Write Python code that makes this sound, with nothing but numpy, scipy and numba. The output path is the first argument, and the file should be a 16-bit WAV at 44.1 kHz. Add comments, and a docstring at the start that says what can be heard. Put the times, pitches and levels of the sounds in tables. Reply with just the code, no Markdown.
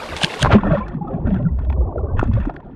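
"""A rocky spring, with a camera held over it and plunged under as a person drops in.
First, in air, the trickle babbles (many short rings) over low churning; drops snap and spray crackles.
Then water closes over the microphone: the trickle fades, the spray dulls, large bubbles ring as gliding
sines, pockets of air gurgle, surges push on the housing and a cloud of small bubbles murmurs. Through the
underwater part clumps of fine fizz sweep past and bubbles burst, coloured by the housing's resonances."""
import sys
import numpy as np
from scipy import signal
from scipy.fft import rfft, irfft
from scipy.io import wavfile
from numba import njit

SR = 44100
rng = np.random.default_rng(int(sys.argv[2]) if len(sys.argv) > 2 else 0)


def undo_db(level):
    """Turn decibels back into plain size, where 20 dB means ten times bigger."""
    steps = np.asarray(level, float) / 20
    return 10 ** steps


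def unload_wav(signal):
    """Save mono or channel-first audio to the path in sys.argv[1] as 16-bit WAV at rate SR, clipped to [-1, 1]."""
    wavfile.write(
        sys.argv[1],
        SR,
        np.round(np.clip(np.atleast_2d(signal).T, -1, 1) * 32767).astype(np.int16),
    )


N = 121275  # samples
T = np.arange(N) / SR  # s
BIN_HZ = np.arange(N // 2 + 1) * SR / N
UNDER_S = .435  # the microphone goes under


def curve(rows):
    """Gain through (t/s, level/dB) rows, at -120 dB before them."""
    t, db = np.array(rows).T
    return undo_db(np.interp(T, t, db, left=-120))


def bursts(rows, rise_s):
    """Envelope of (peak t/s, level/dB, decay/s) bursts: quick exponential swell, exponential tail."""
    env = np.zeros(N)
    for peak_s, db, decay_s in rows:
        env += undo_db(db) * np.exp(np.minimum((T - peak_s) / rise_s, (peak_s - T) / decay_s))
    return env


def colour(x, points, lo_hz, hi_hz):
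    """Flatten x, give it the (f/Hz, level/dB) spectrum, set band lo-hi to rms 1."""
    f = BIN_HZ + 1
    log_f = np.log(f)
    hz, db = np.array(points).T
    spec = rfft(x)
    # its own spectrum, smoothed along log frequency, is divided out
    grid = np.linspace(log_f[0], log_f[-1], num=40)
    own_power = [np.mean(np.abs(spec[np.abs(log_f - g) < .4]) ** 2) + 1e-12 for g in grid]
    own = np.exp(np.interp(log_f, grid, np.log(own_power)) / 2)
    spec = spec * undo_db(np.interp(log_f, np.log(hz), db, left=-140, right=-140)) / own
    band_rms = np.sqrt(2 * np.sum(np.abs(spec[(f > lo_hz) & (f < hi_hz)]) ** 2)) / N
    return irfft(spec / band_rms, N)


@njit
def ring(start, hz, size, cycles, glide, swell):
    """Each bubble swells and dies over its cycles while its pitch rises by glide per cycle."""
    y = np.zeros(N)
    for k in range(len(start)):
        tau = cycles[k] / hz[k] * SR * swell ** .5 / 2.45  # samples to the peak
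        first = int(start[k] * SR)
        phase = 0.
        f = hz[k]
        for n in range(min(int(7 * tau), N - first)):
            envelope = (n / tau * np.exp(1 - n / tau)) ** swell
            y[first + n] += size[k] * envelope * np.sin(phase)
            phase += 2 * np.pi * f / SR
            f *= 1 + glide * hz[k] / SR
    return y


def swarm(count, lo_hz, hi_hz, cycles, spread_db, smooth):
    """Bubbles at random times, pitches and sizes, and a share of even noise to go with them."""
    when, pitch, rarity, length = rng.random((count, 4)).T
    hz = lo_hz * (hi_hz / lo_hz) ** pitch
    size = undo_db(spread_db * np.minimum(-np.log(rarity), 3.))
    grains = ring(when * N / SR, hz, size, cycles * (.5 + length), 0., 1.0)
    return grains, smooth * rng.standard_normal(N)


def layer(points, lo_hz, hi_hz, parts, blur_hz=30250.0):
    """Coloured grains and noise summed to rms 1; above blur_hz the grains merge into even wash."""
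    grains, noise = parts
    share = np.std(noise)
    lone = 1 / (1 + (BIN_HZ / blur_hz) ** 4)  # how far grains stand apart at each frequency
    wash = rfft(colour(noise, points, lo_hz, hi_hz)) * np.sqrt(1 - lone ** 2 + share ** 2)
    mixed = rfft(colour(grains, points, lo_hz, hi_hz)) * lone + wash
    return irfft(mixed, N) / np.hypot(1, share)


def ring_each(rows):
    """Ring listed bubbles, pitch rising as they sound; small ones start more abruptly."""
    glide = 0.0012  # pitch rise per cycle, as a fraction
    small_hz = 420
    s, hz, db, cycles = np.array(rows, float).T
    start_hz = hz * (1 - glide * cycles / 2)
    out = np.zeros(N)
    # higher swell = rounder start; lead = cycles sounded before the listed time, as a share of all
    for pick, swell, lead in ((hz < small_hz, 2.2, 0.3944), (hz >= small_hz, 1.3, 0.2)):
        start = s - lead * cycles / hz
        out += ring(start[pick], start_hz[pick], undo_db(db[pick]), cycles[pick], glide, swell)
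    return out


# Spectrum of the spring trickling, heard in air [f/Hz, relative level/dB per Hz]
TRICKLE_COLOUR = [(35, -74.5), (60, -10), (302, -0.5), (347, -0.5), (514, -0.5), (744, -2.5), (2530, -10),
                  (4800, -19), (5800, -25), (10000, -31.5), (15000, -45.5)]


def trickle():
    """Babbling water, a swarm of short rings that fades as the microphone goes under."""
    level_db, muffle_db_per_s = -30, 263.5
    grains = swarm(count=5000, lo_hz=148.9, hi_hz=13200, cycles=5.9, spread_db=3.5, smooth=0.44)
    x = layer(TRICKLE_COLOUR, 60, 12000, grains, blur_hz=5500)
    return x * undo_db(level_db - muffle_db_per_s * np.maximum(T - UNDER_S, 0))


# Turbulence on the housing, before a 0.5 dB lift [t/s, level/dB]
CHURN_LEVEL = [(0, -41.5), (.25, -35.5), (.33, -59), (.40, -36), (.44, -21.5), (.55, -16), (.6, -30.5),
               (.67, -18), (1.0, -37), (1.2, -26), (1.28, -20.5), (1.5, -26.5), (1.7, -19), (1.92, -27),
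               (2.2, -19), (2.35, -16.5), (2.5, -38.5), (2.75, -41.5)]
# Its spectrum [f/Hz, relative level/dB per Hz]
CHURN_SPECTRUM = [(11, -20.5), (18, -5), (70, 1.5), (110, -1.5), (150, -12.5), (260, -35.5)]


def churn():
    """Turbulence rumbling against the housing: low, uneven pulses over noise."""
    grains = swarm(count=160, lo_hz=19.6, hi_hz=200, cycles=3.8, spread_db=5.5, smooth=0.58)
    return undo_db(0.5) * curve(CHURN_LEVEL) * layer(CHURN_SPECTRUM, 15, 170, grains)


# Single bubbles [t/s during the swell, f/Hz midway in the glide, peak level/dB, length/cycles]
BUBBLE_RINGS = [ (0.131, 1200, -28, 16), (0.2173, 784, -14, 3.4), (0.2174, 1610, -21.5, 6.8),
                (0.2395, 1617, -12.5, 9), (0.2397, 159.5, -12.5, 1.68), (0.2733, 1036, -25, 6.6),
                (0.3403, 1920, -15, 1.4), (0.3959, 975, -24.5, 5.1), (0.4222, 607, -16.5, 6.5),
                (0.428, 124.2, -15, 2.6), (0.4301, 1575, -11, 4.1), (0.4484, 1029, -1.5, 0.76),
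                (0.4588, 863, -3, 1.34), (0.4679, 1053, -13.5, 8.4), (0.5046, 656, -10.5, 2.3),
                (0.5125, 1432, -35, 2), (0.5223, 1332, -11, 4.4), (0.5507, 529, -6, 1.94),
                (0.553, 207, -3, 6.3), (0.5841, 1078, -20.5, 9.0), (0.6342, 942, -14.5, 3.1),
                (0.6433, 200, -14.5, 7.5), (0.6679, 574, -14, 2.2), (0.6753, 293.4, -22, 11),
                (0.7084, 636.4, -16, 7.2), (0.7153, 159, -8, 3.5), (0.733, 601, -11, 8.4),
                (0.7508, 568, -11, 5.6), (0.7721, 1105, -17, 3.4), (0.778, 206, -17.0, 6.9),
                (0.8066, 1020, -21.5, 22), (0.832, 2300, -40.5, 26), (1.0134, 827, -24.5, 15.6),
                (1.0481, 800, -28, 10.8), (1.0774, 1256, -31, 17), (1.1027, 531, -25.5, 11),
                (1.1439, 171, -15, 3.1), (1.2801, 1460, -29.5, 5), (1.3072, 633, -23.5, 5.2),
                (1.3242, 189.2, -9, 5.34), (1.3635, 1610, -30.5, 4.1), (1.3729, 113.6, -24.5, 4.5),
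                (1.3995, 583, -24, 8.7), (1.4584, 167, -8, 3.9), (1.453, 1480, -36, 7.7),
                (1.4637, 1370, -32.5, 12.4), (1.486, 1944, -46, 14.4), (1.7029, 780, -21, 1.5),
                (1.7956, 59.3, -14.5, 2.56), (1.9597, 608, -17, 3.4), (1.9812, 1345, -28.5, 9.2),
                (2.085, 1510, -46.5, 40), (2.192, 109.3, -13, 2.52), (2.2138, 1345, -17.5, 3.9),
                (2.2294, 318.4, -8, 1), (2.2296, 739, -11.5, 1.56), (2.2961, 102.6, -19.5, 6.1),
                (2.315, 1028, -31, 3.9), (2.368, 1000, -27.5, 3), (2.374, 550, -22, 6),
                (2.4728, 281, -13, 2.65), (2.4958, 746, -25, 3.7), (2.4961, 1285, -27, 5.2),
                (2.5657, 1623, -24, 1.95)]


def bubbles():
    """The bubbles a listener can point at, each a decaying sine of its own pitch."""
    return ring_each(BUBBLE_RINGS)


# Thrown spray and the plunge [t/s, level/dB]
SPRAY_LEVEL = [(.14, -67), (.17, -31), (.2, -42.5), (.236, -21.5), (.255, -32), (.265, -47.5), (.34, -37.5),
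               (.378, -49), (.426, -23), (.44, -38.5), (.465, -32), (.485, -51), (.515, -31.5),
               (.526, -25.5), (.555, -35), (.582, -62), (.65, -77.5)]
# Drops that snap in air [t/s just ahead of the peak, level/dB before a 6.5 dB cut]
SNAP_DROPS = [(0.165, -11.5), (0.186, -18.5), (0.2131, -9), (0.2334, -7), (0.2452, -4), (0.2656, -20),
              (0.311, -20.5), (0.3436, -12.5), (0.3934, -19.5), (0.4271, -4)]
# Spray spectrum in air [f/Hz, relative level/dB per Hz]
AIR_COLOUR = [(180, -50.5), (300, -8), (620, -6.5), (1180, -10), (1620, -12), (2070, -5.5), (3510, -1.5),
              (5050, -15), (9140, -17.5), (15500, -62)]
# Spray spectrum through the wetted microphone [f/Hz, relative level/dB per Hz]
WET_COLOUR = [(180, -29.5), (300, -6.5), (870, -6.5), (1260, -5), (1590, -8.5), (3380, -20), (12000, -66),
              (15600, -92), (22000, -120)]


def spray():
    """Crackling, snapping drops from very short rings, bright in air and dull once wet."""
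    snap_decay_s, wetting_s = 0.00082, 0.0059
    parts = swarm(count=12000, lo_hz=351, hi_hz=14800, cycles=1.3, spread_db=1.5, smooth=0.4)
    wet = np.clip((T - UNDER_S) / wetting_s, 0, 1)
    level = curve(SPRAY_LEVEL)
    snaps = bursts([(s + 0.00087, db, snap_decay_s) for s, db in SNAP_DROPS], rise_s=0.00036)
    in_air = level * (1 - wet) + undo_db(-6.5) * snaps
    bright = in_air * layer(AIR_COLOUR, 2200, 13000, parts)
    dull = wet * level * layer(WET_COLOUR, 2200, 11000, parts)
    return bright + dull


# Large pockets of air passing the microphone [t/s, level/dB]
GURGLE_LEVEL = [(.41, -27), (.44, -20), (.8, -37), (.95, -29), (1.15, -29.5), (1.23, -30), (1.3, -23),
                (1.42, -27.5), (1.52, -36), (2.1, -37), (2.3, -27.5), (2.55, -44), (2.75, -40.5)]
# Their spectrum [f/Hz, relative level/dB per Hz]
GURGLE_SPECTRUM = [(90, -24), (140, -5.5), (195, -7), (250, -7), (330, -20)]


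def gurgle():
    """Large air pockets gurgling past: a sparse swarm of brief low rings over noise."""
    grains = swarm(count=160, lo_hz=111.2, hi_hz=284.3, cycles=2.0, spread_db=-1.5, smooth=0.43)
    return curve(GURGLE_LEVEL) * layer(GURGLE_SPECTRUM, 130, 227.4, grains)


# Further low rings, played just like the single bubbles, heard as slow surges on the housing [t/s during the
# swell, f/Hz midway in the glide, peak level/dB, length/cycles]
LOW_RINGS = [(0.441, 70, -22, 4.5), (.48, 76.6, -26, 2.38), (0.532, 107.5, -4.5, 1.4),
             (1.011, 174.7, -17, 3.58), (1.249, 86.3, -14.5, 3), (1.521, 67.9, -15.5, 2.2),
             (1.589, 73.4, -14.5, 0.94), (2.035, 80, -15.5, 2.26), (2.268, 108.3, -20, 1.2),
             (2.396, 195, -19.5, 4.3), (2.434, 38.8, -17, 2.2)]


def surges():
    """Further low rings, played just like the single bubbles: a few round low cycles each, heard as slow surges
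    against the housing."""
    return ring_each(LOW_RINGS)


# Cloud of small bubbles [t/s, level/dB]
CLOUD_LEVEL = [(.42, -38), (.56, -19), (.61, -39), (.64, -24.5), (.78, -35.5), (.84, -35), (1.0, -37),
               (1.12, -29), (1.22, -34.5), (1.3, -31.5), (1.42, -40), (1.56, -46), (1.75, -34.5),
               (1.97, -30), (2.14, -32), (2.3, -43), (2.5, -37), (2.75, -46)]
# Its spectrum [f/Hz, relative level/dB per Hz]
CLOUD_SPECTRUM = [(200, -37), (280, -1.5), (413, 1), (465, -4.5), (581, -3), (1110, -14), (1350, -31.5),
                  (1700, -44.5), (2200, -75)]


def cloud():
    """Murmur of a cloud of small bubbles, their rings overlapping."""
    grains = swarm(count=1600, lo_hz=200, hi_hz=2604, cycles=6.2, spread_db=2.5, smooth=0.2)
    return curve(CLOUD_LEVEL) * layer(CLOUD_SPECTRUM, 300, 1200, grains)


# Resonances of the wet housing [f/Hz, width/Hz]
HOUSING_RINGS = [(1400, 140), (1800, 130), (2600, 170), (3400, 250)]


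def housing(x):
    """Add the housing's resonant peaks to the direct sound of fizz and bursts."""
    peak = undo_db(6)  # of each resonance, over the direct sound
    lift = sum(peak / (1 + ((BIN_HZ - hz) / (width / 2)) ** 2) for hz, width in HOUSING_RINGS)
    return irfft(rfft(x) * (1 + lift), N)


SIZES_HZ = 700 * 1.85 ** np.arange(5)  # bands of bubble size
VARY_DB = 4.5  # scatter of the band levels


def size_band(x, hz):
    """The part of a sound made by bubbles of about one size: a bell on log frequency."""
    bell = np.exp(-((np.log(BIN_HZ + 1) - np.log(hz)) / .45) ** 2)
    return irfft(bell * rfft(x), N)


# Fine fizz swept past the microphone, before a 21 dB cut and the housing [t/s, level/dB]
FIZZ_LEVEL = [(.56, -30), (.64, -30.5), (.78, -25.5), (.83, -41.5), (.96, -44.5), (1.0, -64.5),
              (1.13, -46.5), (1.23, -58.5), (1.26, -42.5), (1.38, -38), (1.43, -55), (1.56, -68),
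              (1.6, -45), (1.66, -56), (1.76, -77), (2.14, -78.5), (2.18, -34.5), (2.24, -36.5),
              (2.3, -51.5), (2.33, -40), (2.47, -38.5), (2.52, -53), (2.75, -54.5)]
# Its spectrum before the housing [f/Hz, relative level/dB per Hz]
FIZZ_SPECTRUM = [(600, -7), (1100, 4.5), (2000, -5.5), (3600, -20.5), (4600, -30), (10000, -51)]


def fizz():
    """Fine fizz in clumps: the level of each bubble size wanders on its own."""
    clump_s = .012
    grains = swarm(count=6000, lo_hz=800, hi_hz=5000, cycles=11, spread_db=5, smooth=.2)
    x = undo_db(-21.0) * curve(FIZZ_LEVEL) * layer(FIZZ_SPECTRUM, 1800, 5000, grains, blur_hz=4200)
    knots = np.arange(0, N / SR + 1, clump_s)
    out = np.zeros(N)
    for hz in SIZES_HZ:
        clump = undo_db(VARY_DB * np.interp(T, knots, rng.standard_normal(len(knots))))
        out += size_band(clump * x, hz)
    return housing(out)


# Bursts on the housing [t/s just ahead of the peak, level/dB before scatter, a 19 dB cut and the housing]
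BURST_TICKS = [(0.746, -27), (0.806, -39), (0.8821, -28), (0.943, -40), (1.08, -39), (1.1373, -42),
               (1.2719, -31), (1.3043, -38), (1.344, -27.5), (1.426, -42), (1.5884, -32), (1.6481, -38),
               (1.699, -36), (1.726, -29.5), (1.981, -42.5), (1.996, -47.5), (2.1692, -38), (2.1935, -18.5),
               (2.237, -28), (2.257, -38.5), (2.2748, -34), (2.3353, -29), (2.355, -35.5), (2.4015, -30),
               (2.4534, -31.5), (2.4963, -28.5), (2.5405, -36.5), (2.5615, -34.5), (2.602, -43.5)]
# Their spectrum before the housing [f/Hz, relative level/dB per Hz]
BURST_COLOUR = [(600, 5), (1100, -4.5), (4000, -25.5), (10000, -48)]


def ticks():
    """Clusters of bubbles bursting on the housing; each burst favours other bubble sizes."""
    decay_s = 0.0041
    grains = swarm(count=8000, lo_hz=600, hi_hz=9000, cycles=6, spread_db=3., smooth=.9)
    x = undo_db(-19) * layer(BURST_COLOUR, 1800, 5000, grains)
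    out = np.zeros(N)
    for hz in SIZES_HZ:
        chance = VARY_DB * rng.standard_normal(len(BURST_TICKS))
        rows = [(s + 0.00091, db + c, decay_s) for (s, db), c in zip(BURST_TICKS, chance)]
        out += size_band(bursts(rows, rise_s=.0012) * x, hz)
    return housing(out)


def scene():
    """All sources summed at one microphone."""
    mono = (trickle() + churn() + bubbles() + spray() + gurgle()
            + surges() + cloud() + fizz() + ticks())
    return mono[None, :]


def top_cut(x):
    """Nothing passes above the cut-off."""
    return signal.sosfilt(signal.butter(12, 15720, fs=SR, output="sos"), x)


def record(dry):
    """The camera rounds the loudest peaks and cuts the top."""
    top_hz = 15700
    soft = np.tanh(dry ** 3 * 0.99 + dry) * 0.99
    low_pass = signal.ellip(8, .2, 70, top_hz, fs=SR, output="sos")
    mix = signal.sosfilt(low_pass, soft)
    return top_cut(mix)


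dry = scene()
out = record(dry)
unload_wav(out)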